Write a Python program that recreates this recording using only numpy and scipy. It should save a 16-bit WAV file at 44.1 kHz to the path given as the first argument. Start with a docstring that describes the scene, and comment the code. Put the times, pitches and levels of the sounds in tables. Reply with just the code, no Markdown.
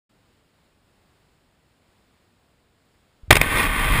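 """A row of explosive charges goes off in a quiet gravel pit, some way from a camera.
The shock through the ground thumps first; then six shocks through the air rattle the camera's
housing and overload its microphone. The pit walls throw them back as a crackling roar that rings
the same housing, over a growing rumble and a faint outdoor hush."""
import sys
import numpy as np
from scipy import signal
from scipy.fft import rfft, irfft
from scipy.io import wavfile
from scipy.ndimage import uniform_filter1d

SR = 44100
rng = np.random.default_rng(int(sys.argv[2]) if len(sys.argv) > 2 else 0)


def unload_wav(signal):
    """Save mono or channel-first audio to the path in sys.argv[1] as 16-bit WAV at rate SR, clipped to [-1, 1]."""
    wavfile.write(
        sys.argv[1],
        SR,
        np.round(np.clip(np.atleast_2d(signal).T, -1, 1) * 32767).astype(np.int16),
    )


N = 176400

# How strong each pitch is in an air shock: pitch_hz, level_db
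SHOCK_TONE = [(100, -17.5), (420, -4.5), (570, -11), (790, -8.5), (930, -5), (1200, -8.5), (1500, -6),
              (2100, 2.5), (2900, -6), (3600, -6), (4400, -16.5), (5200, -10.5), (7500, -18.5),
              (9600, -8.5), (12000, -24.5), (14300, -11.5), (16000, -31)]
# Pitches that the camera's housing boosts or swallows: pitch_hz, width_hz, boost_db
HOUSING_RESONANCES = [(470, 196, 4.5), (628, 71, 9), (798, 41, 6), (1175, 240, 11.5), (1297, 138, -9.5),
                      (1527, 83, 6.5), (1648, 70, -8.5), (1824, 130, 6.5), (2164, 210, 4.5),
                      (2480, 150, 8.5), (2736, 70, 5.5), (2920, 57, -9), (3200, 84, 7), (3593, 113, 5)]


def gain(db):
    """Turn decibels into a number to multiply by."""
    return 10 ** (np.asarray(db) / 20)


def normalise(x):
    """Scale a signal to an average (rms) level of 1."""
    return x / np.sqrt(np.mean(x ** 2))


def seconds_since(start_s):
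    """A clock that stays at 0 until start_s."""
    return np.maximum(np.arange(N) / SR - start_s, 0)


def loudness_curve(rows):
    """Join (time_s, level_db) points into a changing gain, silent before the first."""
    time_s, level_db = np.array(rows).T
    return gain(np.interp(np.arange(N) / SR, time_s, level_db, left=-200))


def shape_tone(x, tone, resonances=()):
    """Filter x by (pitch_hz, level_db) points and resonances; white noise keeps its power."""
    size = 8192
    hz = np.arange(size // 2 + 1) * SR / size
    pitch_hz, level_db = np.array(tone).T
    shape_db = np.interp(np.log(hz + 1), np.log(pitch_hz), level_db)
    for centre_hz, width_hz, boost_db in resonances:
        shape_db += boost_db / (1 + (2 * (hz - centre_hz) / width_hz) ** 2)
    # Make the filter ring only after a sound, never before it (minimum phase).
    cepstrum = irfft(np.log(gain(shape_db)))
    cepstrum[1:size // 2] *= 2
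    cepstrum[size // 2 + 1:] = 0
    ring = irfft(np.exp(rfft(cepstrum)))
    return signal.fftconvolve(x, ring / np.sqrt(np.sum(ring ** 2)))[:N]


def wander(rate_hz):
    """A smooth random drift with a typical size of 1."""
    span = int(SR / rate_hz)
    return normalise(uniform_filter1d(uniform_filter1d(rng.standard_normal(N), span), span))


def outdoor_hush():
    """Distant air and forest make a faint, nearly even hush."""
    # How strong each pitch is in the hush: pitch_hz, level_db
    hush_tone = [(12, -44), (20, -8), (64, -0.5), (288, -6), (414, -9.5), (462, -9.5), (4150, -21),
                 (5190, -23), (5960, -26.5), (7650, -25), (11900, -31.5), (15300, -30)]
    hush = normalise(shape_tone(rng.standard_normal(N), hush_tone))
    level_db = -63 + 0.82 * wander(rate_hz=6.8)
    return hush * gain(level_db)


def hill_rumble():
    """The deep part of the blasts rolls back late from the hills."""
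    # How strong each pitch is in the rumble: pitch_hz, level_db
    rumble_tone = [(10, -28), (20, -10), (31, 0), (48, -3.5), (70, -8), (120, -13.5), (200, -16.5),
                   (500, -69.5)]
    # How the rumble swells and dips: time_s, level_db
    rumble_levels = [(3.31, -33), (3.42, -23), (3.50, -34), (3.55, -25), (3.6, -36.5), (3.66, -22),
                     (3.73, -30.5), (3.83, -24), (3.88, -22.5), (4.0, -18)]
    return normalise(shape_tone(rng.standard_normal(N), rumble_tone)) * loudness_curve(rumble_levels)


def ground_thumps():
    """Each shock through the ground shakes the camera: a swing that fades and drops in pitch."""
    # Ground shocks: start_s, level_db, starting_pitch_hz, decay_s
    thumps = [(3.233, -33, 60.7, 0.013), (3.281, -30.5, 104, 0.031), (3.302, -29, 40, 0.0082)]
    half_pitch_s = 0.036
    shaking = np.zeros(N)
    for start_s, level_db, pitch_hz, decay_s in thumps:
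        age = seconds_since(start_s)
        cycles = pitch_hz * half_pitch_s * np.log1p(age / half_pitch_s)
        shaking -= gain(level_db) * np.sin(2 * np.pi * cycles) * np.exp(-age / decay_s)
    return shaking


def crackle():
    """Many tiny echoes of uneven size crackle over a smooth wash of noise."""
    echoes_per_s, scatter_db, wash_db, flutter_db = 1800, 2.5, -2, 0.77
    arrivals = rng.random(N) < echoes_per_s / SR
    signs = rng.choice([-1, 1], N)
    sizes = gain(scatter_db * np.minimum(rng.exponential(size=N), 4))
    echoes = normalise(arrivals * signs * sizes)
    wash = gain(wash_db) * rng.standard_normal(N)
    return normalise(echoes + wash) * gain(flutter_db * wander(rate_hz=98))


def far_wall_slaps():
    """The far wall sends the shocks back, smeared but still bright."""
    # Echoes off the far wall: start_s, level_db, decay_s
    slaps = [(3.57, -15, 0.009), (3.591, -20, 0.0091), (3.623, -22.5, 0.027)]
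    rise_s = 0.003
    strength = np.zeros(N)
    for start_s, level_db, decay_s in slaps:
        age = seconds_since(start_s)
        strength += gain(level_db) * np.minimum(age / rise_s, 1) * np.exp(-age / decay_s)
    return shape_tone(crackle() * strength, SHOCK_TONE, HOUSING_RESONANCES)


def echo_roar():
    """Countless echoes from rock faces and trees make the housing ring."""
    # How strongly the pit walls echo: time_s, level_db
    echo_levels = [(3.31, -27), (3.35, -22), (3.39, -28), (3.43, -23), (3.46, -25), (3.51, -21.5),
                   (3.545, -20.5), (3.585, -17.5), (3.64, -19.5), (3.685, -24.5), (3.755, -24.5),
                   (3.805, -21), (3.83, -22), (3.92, -20), (4.0, -20.5)]
    # How strong each pitch is in the roar: pitch_hz, level_db
    roar_tone = [(60, -0.5), (130, -13), (260, -2.5), (370, -11), (700, -16.5), (1000, -7), (1380, -8),
                 (2000, -4.5), (2600, -11.5), (2900, -13.5), (3500, -14), (4300, -23), (5200, -26),
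                 (6000, -29), (7500, -26.5), (10000, -14), (11000, -21), (11900, -32), (13000, -23.5),
                 (14100, -16), (15400, -26)]
    return shape_tone(crackle() * loudness_curve(echo_levels), roar_tone, HOUSING_RESONANCES)


def air_shocks():
    """Each blast is an N-shaped pressure wave; as it passes, the housing rattles and the body knocks."""
    # Shocks reaching the camera: start_s, rattle_db, length_s, rise_s, wave_db, knock_vs_rattle_db
    shocks = [(3.3057, 3.5, 0.0074, 0.003, -3, -1.5), (3.3161, -16.5, 0.0048, 0.00063, -15, -12),
              (3.3238, -6, 0.0067, 0.0042, -6, -17), (3.3537, -7.5, 0.004, 0.00059, -15.5, -17),
              (3.3656, -11, 0.0069, 0.00085, -15.5, -18), (3.414, -6.5, 0.0025, 0.00014, -11, -17)]
    # The hollow knock of the camera's body: pitch_hz, level_db
    knock_tone = [(200, -18.5), (430, -2), (560, -8.5), (780, -2), (930, -8), (1170, -5), (1600, -19.5),
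                  (4000, -50)]
    rattle_decay_s, wave_decay_s, wave_cutoff_hz = 0.0013, 0.00083, 590
    rattle_strength, knock_strength, wave = np.zeros((3, N))
    for start_s, rattle_db, length_s, rise_s, wave_db, knock_vs_rattle_db in shocks:
        age = seconds_since(start_s)
        since_end = np.maximum(age - length_s, 0)
        shake = gain(rattle_db) * np.minimum(age / rise_s, 1) * np.exp(-since_end / rattle_decay_s)
        rattle_strength += shake
        knock_strength += shake * gain(knock_vs_rattle_db)
        ramp = (age > 0) * np.minimum(2 * age / length_s - 1, 1)  # jumps to -1, then climbs to +1
        wave += gain(wave_db) * ramp * np.exp(-since_end / wave_decay_s)
    wave = signal.sosfilt(signal.butter(2, wave_cutoff_hz, fs=SR, output="sos"), wave)
    rattle = rattle_strength * shape_tone(rng.standard_normal(N), SHOCK_TONE, HOUSING_RESONANCES)
    knock = knock_strength * shape_tone(rng.standard_normal(N), knock_tone, HOUSING_RESONANCES)
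    return wave + rattle + knock


def scene():
    """All the sounds add up at one microphone."""
    mix = outdoor_hush() + ground_thumps() + air_shocks() + echo_roar() + far_wall_slaps() + hill_rumble()
    return mix[None]


def record(dry):
    """The microphone comes on after a moment, flattens the loudest peaks and trims the treble."""
    # Narrow bands that the microphone weakens: pitch_hz, width_hz
    notches = [(6000, 1050), (12000, 2070)]
    start_s, fade_in_s = 0.092, 0.0046
    notch_depth, cutoff_hz = 0.77, 15400
    x = dry * np.minimum(seconds_since(start_s) / fade_in_s, 1)
    x = x / (1 + x ** 6) ** (1 / 6)  # overload: peaks are squashed to stay under 1
    for pitch_hz, width_hz in notches:
        band = signal.lfilter(*signal.iirpeak(pitch_hz, pitch_hz / width_hz, fs=SR), x)
        x = x - notch_depth * band
    return signal.sosfilt(signal.ellip(10, .2, 70, cutoff_hz, fs=SR, output="sos"), x)


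dry = scene()
out = record(dry)
unload_wav(out)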